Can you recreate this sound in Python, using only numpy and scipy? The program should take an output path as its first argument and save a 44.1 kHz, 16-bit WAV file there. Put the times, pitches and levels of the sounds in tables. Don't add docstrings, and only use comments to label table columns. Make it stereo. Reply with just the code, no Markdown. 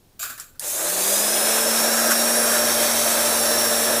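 import sys
import numpy as np
from scipy import signal
from scipy.fft import rfft, irfft, next_fast_len
from scipy.io import wavfile
from scipy.ndimage import uniform_filter1d, map_coordinates

SR = 44100
rng = np.random.default_rng(int(sys.argv[2]) if len(sys.argv) > 2 else 0)


def pcm_store(signal):
    levels = np.round(np.clip(np.atleast_2d(signal), -1, 1) * 32767)
    wavfile.write(sys.argv[1], SR, levels.astype(np.int16).T)


N = 176400
TIME_S = np.arange(N) / SR
FULL_SPEED_HZ = 230


def amp(db):
    return 10 ** (np.asarray(db) / 20)


def unit(x):
    return x / np.sqrt(np.mean(x ** 2) + 1e-20)


def along(points, hz):
    f, v = np.transpose(points)
    return np.interp(np.log(hz + 1), np.log(f + 1), v)


def curves(rows):
    times_s, *columns = np.transpose(rows)
    return [np.interp(TIME_S, times_s, column) for column in columns]


def wobble(rate_hz):
    coarse_s = TIME_S[::8]
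    curve = map_coordinates(rng.standard_normal(4000), [coarse_s * rate_hz + 4], mode="wrap")
    return np.interp(TIME_S, coarse_s, curve)


def stroke(start_s, rise_s, t60_s):
    age_s = TIME_S - start_s
    return np.clip(age_s / rise_s, 0, 1) * amp(-60 * np.maximum(age_s - rise_s, 0) / t60_s)


def bursts(turns, per_turn, scatter_db, slip, decay):
    beat = per_turn * turns + slip * wobble(300)
    strength = rng.uniform(-1, 1, N)[beat.astype(int)]
    return amp(scatter_db * strength) * np.exp(-decay * (beat % 1))


def filtered(x, response):
    size = next_fast_len(N + SR // 2)
    return irfft(rfft(x, size) * response(np.fft.rfftfreq(size, 1 / SR)), size)[..., :N]


def stereo_noise(response, drive):
    # (frequency [Hz], left-right correlation [-1..1])
    correlation = [(60, 0.59), (200, 0.86), (400, 0.84), (700, 0.66), (1300, -0.02), (2400, -0.47),
                   (4400, 0.1), (8000, -0.24), (15000, 0.15)]

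    def mid_side_gain(hz):
        angle = np.arccos(np.clip(along(correlation, hz), -.99, .99)) / 2
        return response(hz) * np.array([np.cos(angle), np.sin(angle)])

    mid, side = filtered(drive * rng.standard_normal((2, N)), mid_side_gain)
    return np.array([mid + side, mid - side]) / np.std(mid)


def noise(spectrum, drive=1):
    return stereo_noise(lambda hz: amp(along(spectrum, hz)), drive)


def ripple_gain(hz, depth_db=6.5, spacing_hz=54.82, full_depth_hz=4800):
    knots = rng.standard_normal((2, 2000))
    ripple = np.array([map_coordinates(row, [hz / spacing_hz], mode="wrap") for row in knots])
    return amp(depth_db * np.clip(hz / full_depth_hz, 0, 1) * np.minimum(ripple, 1.8))


def rippled_noise(spectrum, drive, sets=4, drift_s=0.696):
    out = np.zeros((2, N))
    for k in range(sets):
        distance = np.abs((TIME_S / drift_s - k + sets / 2) % sets - sets / 2)
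        fade = np.cos(np.pi / 2 * np.minimum(distance, 1))
        out += fade * stereo_noise(lambda hz: amp(along(spectrum, hz)) * ripple_gain(hz), drive)
    return out


def whine(speed_hz, turns, gear_ratio=5, roughness=.3):
    # (order [x shaft speed], relative level [dB])
    weak_lines = [(3, -45), (23, -42), (25, -38), (26, -44), (27, -42), (28, -46), (32, -44), (33, -35),
                  (34, -40), (35, -38), (36, -40), (37, -37), (38, -38), (39, -39), (40, -39), (41, -44),
                  (43, -42), (44, -44), (45, -38), (46, -45), (47, -34), (49, -37), (50, -42), (52, -43),
                  (53, -44), (54, -39), (56, -46), (57, -44), (58, -46), (60, -45), (61, -44), (63, -44),
                  (64, -46), (66, -44)]
    # (order [x slow shaft speed], relative level [dB])
    gear_lines = [(13, -34), (14, -48), (29, -43)]
    main_orders = [2, 24, 42, 48]
    # (time [s], level of order 2, 24, 42, 48 [dB])
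    main_levels = [(.7, -65, -56, -58, -45), (.92, -43, -43, -45, -41), (1.05, -37, -35, -39, -39),
                   (1.3, -48, -35, -31, -36), (1.55, -32, -31, -35, -36), (2.0, -51, -29, -38, -35),
                   (2.2, -50, -26.5, -32, -36), (2.38, -35, -29.5, -27.5, -38), (2.75, -45, -32, -38, -40),
                   (3.08, -48, -36, -33, -38), (3.38, -39, -31, -35, -30), (3.6, -40.5, -27.5, -39, -35),
                   (3.97, -37.5, -33, -37, -33)]
    phase = 2 * np.pi * turns + 0.011 * wobble(65)
    phase += .07 * np.maximum(1 - speed_hz / FULL_SPEED_HZ, 0) * wobble(200)
    rise_db = -1.5 + 100 * np.log10(speed_hz / FULL_SPEED_HZ)
    minor_lines = weak_lines + [(order / gear_ratio, db) for order, db in gear_lines]
    lines = [(order, db + rise_db + 3.5 * np.tanh(wobble(3.95)), 0.85) for order, db in minor_lines]
    lines += [(order, db, 0.62) for order, db in zip(main_orders, curves(main_levels))]
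    out = np.zeros((2, N))
    for order, db, swing in lines:
        line_rad = order * phase + rng.uniform(0, 2 * np.pi)
        lead_rad = swing * min(1, order / 10) * wobble(2.28)
        tone = np.sin([line_rad + lead_rad, line_rad - lead_rad])
        out += amp(db) * (1 + roughness * wobble(130)) * tone
    return np.sqrt(2) * out


def housing(speed_hz, gear_knocks, split_hz=890):
    # (frequency [Hz], width [Hz], gain [dB])
    modes = [(359.5, 31, -11), (476.7, 11.6, -3), (550, 28, -26), (593.7, 46.5, 3), (620.5, 33, -7.5),
             (684, 6.6, -1), (1282, 10.6, -2.5), (1605, 47, 0), (1721, 23, -0.5)]
    # (frequency [Hz], gain [dB])
    rattle_spectrum = [(160, -72), (280, -17.5), (389, -4.5), (455, -15), (506, -2), (587, -6), (770, -3.5),
                       (1040, -4.5), (1560, -2.5), (2000, -7.5), (2600, -63), (4400, -120)]
    # (frequency [Hz], gain [dB])
    rumble_spectrum = [(60, -8), (130, -9.5), (190, 2.5), (300, 10), (450, 5), (800, -32)]

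    def body(hz):
        return sum(amp(db) * 1j * hz * width / (centre ** 2 - hz ** 2 + 1j * hz * width)
                   for centre, width, db in modes)

    ring = stereo_noise(body, gear_knocks) * amp(-3.5 + 2 * wobble(25.44))
    high = filtered(ring, lambda hz: hz > split_hz)
    speed_ratio = speed_hz / FULL_SPEED_HZ
    ring = (ring - high) * speed_ratio ** 0.19 + high * speed_ratio ** 1.4
    return amp(-4) * noise(rattle_spectrum, gear_knocks) + ring + amp(-17) * noise(rumble_spectrum)


def blade(turns, rub, level_db, tick_db=-21.5):
    # (frequency [Hz], gain [dB])
    hiss_spectrum = [(1120, -50), (1900, -5), (2500, 0.5), (3050, -6), (3800, -3), (4820, -8.5), (5550, -3),
                     (6100, -4.5), (7200, -4), (10700, -4.5), (13200, -8), (15500, -11)]
    ticks = unit(bursts(turns, per_turn=1, scatter_db=10, slip=0.026, decay=8.2))
    flutter_db = np.tanh(wobble(30.62))
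    drive = np.hypot(rub, amp(tick_db) * ticks)
    return amp(level_db + flutter_db) * rippled_noise(hiss_spectrum, drive)


def sparks(rub):
    # (time [s], level [dB])
    levels = [(.6, -39), (.68, -26), (.8, -25.5), (.95, -26), (1.13, -21), (1.35, -28), (1.8, -28),
              (2.4, -34)]
    # (frequency [Hz], gain [dB])
    spectrum = [(2000, -30), (2900, -40), (4000, -32), (5000, -16), (6500, 6), (8000, 4.5), (10500, 5),
                (12000, 1.5), (13500, -1.5), (16000, -4)]
    return amp(curves(levels)[0]) * noise(spectrum, rub)


def chatter(gear_knocks):
    # (time [s], width [s], level [dB])
    swells = [(1.58, 0.015, -29), (1.995, 0.035, -23.5), (2.119, 0.011, -16), (2.52, 0.08, -26)]
    # (frequency [Hz], gain [dB])
    spectrum = [(600, -44), (1150, -4.5), (1400, 4), (1650, -0.5), (2100, -10.5), (4500, -22), (6000, -13),
                (11500, -9), (16000, -29)]
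    envelope = sum(amp(db) * np.exp(-.5 * ((TIME_S - s) / width_s) ** 2) for s, width_s, db in swells)
    return envelope * noise(spectrum, gear_knocks)


def brush_swish(turns, order=48, width_hz=170):
    # (time [s], level [dB])
    levels = [(.68, -48), (.75, -31), (.86, -32), (1.0, -34), (1.5, -37), (1.9, -34), (2.3, -51), (4, -46)]
    phase = 2 * np.pi * order * turns
    band = [wobble(width_hz) * np.sin(phase) + wobble(width_hz) * np.cos(phase) for _ in range(2)]
    return amp(curves(levels)[0]) * np.array(band)


def hum(turns, join_s=2.35, join_rise_s=0.33, low_hz=93.4, low_db=-51):
    # (time [s], level [dB])
    imbalance = [(.7, -66), (.9, -48.5), (1.1, -42), (1.5, -38), (2.0, -31.5), (2.5, -33.5), (2.8, -36.5),
                 (4, -35.5)]
    shaft = amp(curves(imbalance)[0]) * np.sin(2 * np.pi * turns) * amp([[-0.9], [0.9]])
    fade_in = np.clip((TIME_S - join_s) / join_rise_s, 0, 1)
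    low_hum = fade_in * amp(low_db + 1.2 * wobble(8)) * np.sin(2 * np.pi * low_hz * TIME_S)
    return np.sqrt(2) * (shaft + low_hum)


def foot_plate():
    # (time [s], rise [s], t60 [s], scrape level [dB], ring level [dB])
    slides = [(.192, 0.0043, 0.53, -28.5, -43.5), (.205, 0.022, 0.35, -27.5, -56),
              (0.228, 0.0023, 0.28, -42, -28.5), (0.296, 0.0033, 0.26, -35, -33.5),
              (.377, .002, 0.29, -50, -36.5), (0.4, 0.0019, 0.33, -37, -69), (.545, .012, 0.14, -74, -55)]
    # (frequency [Hz], gain [dB])
    scrape_spectrum = [(1060, -41), (1800, -20), (2060, -22), (2360, 6.5), (3090, -5), (3870, -1),
                       (5650, -9), (6070, -6), (7340, 7), (8790, -5), (9790, -19), (10300, 1),
                       (15500, -0.5)]
    # (frequency [Hz], gain [dB])
    ring_spectrum = [(150, -19), (300, -22), (480, -21), (700, -12), (900, -20.5), (1200, 0), (1550, 5),
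                     (1900, -7), (2600, -13.5)]
    scrape = np.sqrt(sum((amp(db) * stroke(s, rise, t60)) ** 2 for s, rise, t60, db, _ in slides))
    ring = np.sqrt(sum((amp(db) * stroke(s, rise, t60)) ** 2 for s, rise, t60, _, db in slides))
    grain = amp(1.5 * wobble(760))
    return scrape * rippled_noise(scrape_spectrum, grain, sets=2) + ring * noise(ring_spectrum)


def clicks(room_t60_s=0.16, room_db=-1.5):
    # (time [s], level [dB])
    contacts = [(0.2285, -21), (.378, -35), (0.3984, -23.5), (0.5952, -17.5)]
    # (frequency [Hz], gain [dB])
    spectrum = [(300, -27), (1500, -5), (3000, -6), (5000, 12.5), (10000, 15.5), (16000, 4)]
    direct = sum(amp(db) * stroke(s, rise_s=0.00069, t60_s=.009) for s, db in contacts) * noise(spectrum)
    tail = rng.standard_normal((2, SR // 2)) * amp(-60 * TIME_S[:SR // 2] / room_t60_s)
    tail /= np.linalg.norm(tail[0])
    return direct + amp(room_db) * signal.fftconvolve(direct, tail, axes=1)[:, :N]


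def thuds():
    # (time [s], frequency [Hz], level [dB])
    knocks = [(.2, 666, -43.5), (.297, 250, -46.5)]
    return sum(amp(db) * stroke(s, rise_s=0.0046, t60_s=0.1) * np.sin(2 * np.pi * hz * TIME_S)
               for s, hz, db in knocks)


def room_tone(level_db=-56):
    # (frequency [Hz], gain [dB])
    spectrum = [(12, -29), (20, 1.5), (32, -21), (64, -8), (95, -9.5), (191, -16.5), (238, -17), (393, -20),
                (1270, -28.5), (10800, -32), (15500, -33)]
    return amp(level_db) * noise(spectrum)


def scene(switch_on_s=.594):
    # (time [s], shaft speed [Hz])
    spin_up = [(0.595, 20), (0.67, 99), (0.75, 143), (0.8, 157), (0.85, 169), (0.92, 180), (1, 190),
               (1.1, 200.1), (1.22, 209.4), (1.37, 216.7), (1.55, 222.1), (1.75, 226.3), (2, 229.3),
               (2.25, 231.2), (2.45, 231.6), (2.75, 230.3), (3.2, 229.4), (3.65, 228.9), (3.95, 230.0)]
    # (time [s], relative blade hiss level [dB], relative housing level [dB])
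    effort = [(.605, -52, -47.5), (.64, -43, -36.5), (.7, -42, -40), (.8, -40, -31), (1.02, -34.5, -29.5),
              (1.5, -32, -25), (1.9, -33, -25), (2.4, -33.5, -25), (2.85, -31.5, -24.5),
              (3.3, -32.5, -24.5), (4, -33.5, -25)]
    speed_hz = uniform_filter1d(curves(spin_up)[0], SR // 20)
    turns = np.cumsum(speed_hz) / SR
    hiss_db, housing_db = curves(effort)
    cutter = whine(speed_hz, turns) + brush_swish(turns) + hum(turns)
    rub = unit(1 + .6 * bursts(turns, per_turn=3, scatter_db=6, slip=.08, decay=3))
    cutter += (blade(turns, rub, hiss_db + 10) + sparks(rub)) * amp([[-0.03], [0.03]])
    gear_knocks = 0.59 + bursts(turns, per_turn=1, scatter_db=1.5, slip=0.054, decay=1.8)
    cutter += amp(housing_db) * housing(speed_hz, gear_knocks) + chatter(gear_knocks)
    running = np.clip((TIME_S - switch_on_s) / 0.021, 0, 1)
    return running * cutter + foot_plate() + thuds() + clicks() + room_tone()


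def record(dry):
    return filtered(dry, lambda hz: hz < 15550)


dry = scene()
out = record(dry)
pcm_store(out)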